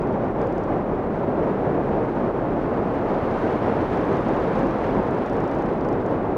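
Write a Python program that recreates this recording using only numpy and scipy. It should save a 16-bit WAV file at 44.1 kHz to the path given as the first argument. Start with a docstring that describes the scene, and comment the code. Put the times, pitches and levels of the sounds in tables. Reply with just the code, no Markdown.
"""Wind rushes in gusts and lulls over the microphone of a tape camera on a hang glider in flight.
From the start, shaped noise makes a dull roar, a hiss that grows with air speed, and a low frame throb,
over the camera's faint hiss and a thin, very high whine made of steady tones.
A loose part ticks at once in a quick run of short rings; soon faint, very high pips of narrow noise begin.
The hiss is strongest past the middle; then the ticks return in longer runs, and a last pip sounds near the end."""
import sys
import numpy as np
from scipy import signal
from scipy.fft import rfft, irfft, next_fast_len
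from scipy.io import wavfile

SR = 44100
rng = np.random.default_rng(int(sys.argv[2]) if len(sys.argv) > 2 else 0)


def waveform_to_disk(signal):
    """Save audio, clipped to [-1, 1], as 16-bit WAV at the path in sys.argv[1]."""
    frames = np.transpose(np.atleast_2d(signal))
    scaled = np.clip(frames, -1, 1) * 32767
    samples = np.round(scaled).astype(np.int16)
    wavfile.write(sys.argv[1], SR, samples)


N = 280917  # length in samples

# air speed, heard as hiss: (time [s], hiss level before the wind's own settings [dB])
AIR_SPEED = [(0.05, -47), (0.5, -46.5), (1.0, -47.2), (1.55, -45.5), (2.15, -45), (2.5, -46), (2.95, -43),
             (3.35, -41), (3.75, -40.5), (4.15, -41), (4.5, -41), (4.9, -42), (5.15, -43), (5.6, -43.5),
             (6.0, -46), (6.3, -46.8)]
# tone of the slow turbulence at the microphone: (frequency [Hz], relative level per Hz [dB])
ROAR_SPECTRUM = [(20, -36), (50, -13), (75, -7), (130, -3), (240, -0.5), (380, 0), (550, -2.5), (780, -7),
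                 (1100, -14.5), (1600, -24.5), (2500, -39), (4000, -78.5)]
# tone of the fine eddies in faster air: (frequency [Hz], relative level per Hz [dB])
HISS_SPECTRUM = [(200, -18), (500, -8), (800, 3.5), (1300, -3), (2000, -11), (3200, -22.5), (4200, -29.5),
                 (5000, -33.5), (6400, -38.5), (7700, -47), (10400, -47.5), (12000, -54), (15500, -58)]
# strong gusts and lulls: (time of peak [s], length [s], roar swell [dB], hiss swell [dB])
STRONG_GUSTS = [(0.335, 0.07, -4, -1), (0.43, 0.099, 2, 2.7), (0.544, 0.042, -3.5, -1),
                (0.653, 0.073, -2, -0.5), (0.74, 0.17, 1.5, 1.2), (0.852, .1, -1.5, -2),
                (1.085, 0.14, -1.3, -2), (1.15, .07, -0.5, 2), (1.474, 0.21, 1.6, 0.7),
                (1.674, 0.14, 2.3, -1), (1.785, 0.094, 1.5, -1.5), (1.96, 0.2, 1.5, -0.5),
                (2.132, .08, -2.5, 0), (2.235, 0.045, 1.5, 0), (2.325, 0.054, -4, -2),
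                (2.44, .16, 1.2, -.5), (2.625, 0.14, -1.5, .5), (2.925, 0.45, -0.8, -0.8),
                (3.132, 0.065, 2, 0.5), (3.2, 0.12, -1.5, -.7), (3.38, 0.14, -1.5, 1.5),
                (3.52, 0.077, 0, 1.4), (3.594, 0.061, -3.5, -.3), (3.67, .09, 2.1, 0.5),
                (3.888, 0.076, -4, 1), (3.963, 0.12, 1.2, 1.5), (4.137, 0.063, 2.5, 1),
                (4.249, 0.047, -5, 1), (4.403, 0.24, 1, 0.3), (4.59, 0.25, 1.4, 1.6), (4.66, 0.054, 0, -2),
                (4.852, 0.14, 0.2, 3), (4.983, 0.095, 4, 0), (5.277, 0.21, -3.5, 2), (5.785, 0.13, -2.5, 0),
                (5.955, 0.066, 2, -1), (6.022, 0.067, -2.5, 1), (6.135, 0.13, 0.8, 3)]
# resonances of the frame, shaken by the air: (frequency [Hz], width [Hz], level [dB])
FRAME_RESONANCES = [(31.4, 7.4, -45.5), (42, 7.3, -44)]
# tone of the camera's own noise: (frequency [Hz], relative level per Hz [dB])
CAMERA_SPECTRUM = [(100, 0), (5500, 0.5), (7500, -0.5), (10300, 2.5), (11800, -7.5), (15500, -7.5)]
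# ticks of the loose part, in quick runs: (time [s], level [dB], hardness as treble tilt [dB per octave])
TICK_TIMES = [(0.0189, -48, -2), (0.0717, -52, -1.5), (0.1266, -54, -1), (0.2443, -54, -2),
              (0.3077, -56, -2), (0.416, -45, 0), (0.4708, -47, -1), (0.5257, -48, -1), (0.5806, -45, -2),
              (0.6374, -47, 0), (3.9315, -50, 0), (3.9729, -47, 2), (4.0118, -47, 1), (4.0522, -49, -2),
              (4.0904, -56, 8), (4.13, -49, -1), (4.1689, -44, -4), (4.2073, -46.5, -4), (4.2462, -50, 1),
              (4.2852, -46, 1), (4.3234, -50, 5), (4.363, -46, 1), (4.4004, -52, 5), (4.4393, -49, -2),
              (4.4782, -50, 3), (4.5545, -46.5, -3), (4.5925, -46, 2), (4.6304, -50, 0), (4.6693, -45, 0),
              (4.7087, -46, 1), (4.7865, -49.5, 1), (4.8664, -47.5, -1), (4.9077, -48, -5),
              (4.9487, -49.5, 1), (4.9894, -51.5, 1), (5.0294, -51, 4), (5.1093, -49, 9),
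              (5.1477, -48.5, 0), (5.1861, -50, 2), (5.2609, -44, -8), (5.2969, -43, 0), (5.3318, -43, 2),
              (5.3672, -47, -2), (5.4036, -45, -2), (5.4405, -47.5, 0), (5.4774, -46, -1), (5.5134, -45, 3),
              (5.5498, -45, 0), (5.5857, -47, 5), (5.622, -47, 5), (5.6595, -49, -3), (5.7339, -50, -5),
              (5.8092, -48, -8), (5.8481, -45, -5), (5.8875, -43.5, -5), (5.9279, -45, -3),
              (6.0626, -47, 0), (6.109, -51, 2)]
# what each tick rings with: (frequency [Hz], level [dB], time to fade by 60 dB [s])
TICK_RINGS = [(4850, 6, 0.0027), (5650, 6.5, 0.0021), (6370, 3, 0.0027), (8500, -10, 0.002),
              (9700, -8, .0016), (12000, -14.5, .0016)]
# faint, very high pips: (time of peak [s], level before PIP_DB [dB])
PIP_TIMES = [(0.292, -80), (0.651, -80), (1.2321, -75), (1.5239, -75), (2.0847, -73), (2.2897, -73.5),
             (2.9607, -73), (6.119, -70.5)]

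ROAR_DB = -22.5  # roar at mean speed, before gusts and brightening
BODY_HZ, BODY_PER_SPEED = 500, 0.24  # above this the roar gains extra dB for each dB of speed
FIZZ_HZ, FIZZ_PER_SPEED = 3000, 0.21  # above this the hiss gains extra dB for each dB of speed
GUST_EDGE_HZ = 680  # the gusts' hiss swell acts above this
GUST_HZ, GUST_DB = 4.2, 0.14  # ceaseless small gusts: top rate and depth
CAMERA_HISS_DB = -77
WHINE_HZ, WHINE_DB, FIELD_HZ = 15734.3, -85, 59.94
FAINT_TONE_HZ, FAINT_TONE_DB = 15746.9, -89  # a weaker tone heard just above the whine
PIP_HZ, PIP_S, PIP_DB = 12300, 0.03, -6  # pitch, length, level shift
EDGE_HZ = 15780  # upper limit of the sound


def amp(db):
    """Turns decibels into gain."""
    return 10 ** (np.asarray(db) / 20)


def unit(x):
    """Scales a sound to an average strength (rms) of 1."""
    return x / np.sqrt(np.mean(x ** 2) + 1e-30)


def colour(points, hz):
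    """Gain of a spectrum table, joined by straight lines on a log frequency axis."""
    f, db = np.transpose(points)
    return amp(np.interp(np.log(hz + 1), np.log(f + 1), db))


def noise(gain_at):
    """Noise of rms 1 whose spectrum follows a function of frequency."""
    size = next_fast_len(N)
    spectrum = rfft(rng.standard_normal(size))
    shaped = spectrum * gain_at(np.fft.rfftfreq(size, 1 / SR))
    return unit(irfft(shaped, size)[:N])


def resonance(centre_hz, width_hz):
    """Noise gathered around one frequency; its gain is half at the edges of the width."""
    return noise(lambda hz: 1 / (1 + (2 * (hz - centre_hz) / width_hz) ** 2))


def wander(rate_hz):
    """Smooth random curve of rms 1 that moves up to about the given rate."""
    return noise(lambda hz: hz / (hz + 2) / np.sqrt(1 + (hz / rate_hz) ** 4))


def bell(t, length):
    """A smooth hump of height 1 centred on t = 0."""
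    return np.cos(np.pi * np.clip(t / length, -0.5, 0.5)) ** 2


def low_cut(x, hz, order):
    """Weakens everything below hz (high-pass filter)."""
    return signal.sosfilt(signal.butter(order, hz, "high", fs=SR, output="sos"), x)


def brighten(x, hz, db):
    """Raises or lowers the part above hz by a curve in dB."""
    # filtering both ways keeps the top in step with the rest
    top = signal.sosfiltfilt(signal.butter(2, hz, "high", fs=SR, output="sos"), x)
    return x + top * (amp(db) - 1)


def add(mix, s, sound):
    """Adds a sound into the mix at time s."""
    part = mix[max(round(s * SR), 0):][:len(sound)]
    part += sound[:len(part)]


def gusts():
    """Swells of roar and hiss in dB: small random gusts plus strong ones that rise and fall smoothly."""
    t = np.arange(N) / SR
    strong = sum(np.outer([roar_db, hiss_db], bell(t - s, length))
                 for s, length, roar_db, hiss_db in STRONG_GUSTS)
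    return strong + GUST_DB * wander(GUST_HZ)


def wind(hiss_db=7.5, push_share=0.23, buffet_hz=25, roar_buffet_db=-0.13, hiss_buffet_db=0.76):
    """Faster air lifts and brightens the hiss and opens the top of the roar; gusts swell both."""
    speed_db = np.interp(np.arange(N) / SR, *np.transpose(AIR_SPEED))
    faster_db = speed_db - speed_db.mean()
    roar_swell_db, hiss_swell_db = gusts()
    # quick pressure changes: as the hiss rises the roar dips very slightly
    buffet = wander(buffet_hz)

    roar_level = ROAR_DB + roar_swell_db + roar_buffet_db * buffet
    roar = noise(lambda hz: colour(ROAR_SPECTRUM, hz))
    roar = brighten(roar, BODY_HZ, BODY_PER_SPEED * faster_db)

    # the hiss also takes a share of the roar's swell
    hiss_level = hiss_db + speed_db + push_share * roar_swell_db + hiss_buffet_db * buffet
    hiss = noise(lambda hz: colour(HISS_SPECTRUM, hz))
    hiss = brighten(hiss, FIZZ_HZ, FIZZ_PER_SPEED * faster_db)
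    hiss = brighten(hiss, GUST_EDGE_HZ, hiss_swell_db)
    return roar * amp(roar_level) + hiss * amp(hiss_level)


def frame():
    """Turbulence keeps the low resonances of the frame throbbing."""
    return sum(amp(db) * resonance(centre, width) for centre, width, db in FRAME_RESONANCES)


def camera(buzz=0.75):
    """Steady electronic hiss and a line-scan whine that buzzes with each picture field."""
    t = np.arange(N) / SR
    field_buzz = 1 + buzz * signal.sawtooth(2 * np.pi * FIELD_HZ * t)
    whine = unit(np.sin(2 * np.pi * WHINE_HZ * t) * field_buzz)
    faint_tone = unit(np.sin(2 * np.pi * FAINT_TONE_HZ * t))
    hiss = noise(lambda hz: colour(CAMERA_SPECTRUM, hz))
    return amp(CAMERA_HISS_DB) * hiss + amp(WHINE_DB) * whine + amp(FAINT_TONE_DB) * faint_tone


def tick_ring(t, hardness, chance, spread=0.015, uneven_db=1, pivot_hz=5500):
    """The loose part rings in several fading tones; a harder tick favours the high ones."""
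    ring = np.zeros(len(t))
    for k, ((hz, mode_db, t60), (level_chance, pitch_chance, _)) in enumerate(zip(TICK_RINGS, chance)):
        tilt_db = hardness * np.log2(hz / pivot_hz)
        level = mode_db + tilt_db + uneven_db * level_chance - 60 * t / t60
        tone = np.sin(2 * np.pi * hz * (1 + spread * pitch_chance) * t)
        # neighbouring tones swing in opposite directions
        ring += (-1) ** k * amp(level) * tone
    return ring


def ticks(touch_db=-5, lag_s=0.00088, lag_spread=0.05, rise_s=0.00006, lowest_hz=4350):
    """Each tick is a double contact: a light touch, then the full blow about a millisecond later."""
    out = np.zeros(N)
    t = np.arange(SR // 100) / SR
    chances = rng.standard_normal((len(TICK_TIMES), len(TICK_RINGS), 3))
    for (s, db, hardness), chance in zip(TICK_TIMES, chances):
        blow = amp(db) * tick_ring(t, hardness, chance) * (1 - np.exp(-t / rise_s))
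        lag = lag_s * (1 + lag_spread * chance[0, 2])
        add(out, s, amp(touch_db) * blow)
        add(out, s + lag, blow)
    # so small a part radiates almost nothing below its lowest tone
    return low_cut(out, lowest_hz, order=6)


def pips(width_hz=250):
    """Now and then a faint, narrow band of noise swells and fades at very high pitch."""
    t = np.arange(N) / SR
    level = sum(amp(db + PIP_DB) * bell(t - s, PIP_S) for s, db in PIP_TIMES)
    return level * resonance(PIP_HZ, width_hz)


def scene():
    """Open air, no echoes: everything meets at one microphone."""
    mix = wind() + frame() + camera() + ticks() + pips()
    return mix[None]  # one channel


def record(dry, low_cut_hz=16):
    """The microphone sheds the deepest rumble; then a steep filter removes what lies above EDGE_HZ."""
    edge = signal.firwin(2047, EDGE_HZ, window=("kaiser", 9), fs=SR)
    return signal.oaconvolve(low_cut(dry, low_cut_hz, order=2), edge[None], "same")


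dry = scene()
out = record(dry)
waveform_to_disk(out)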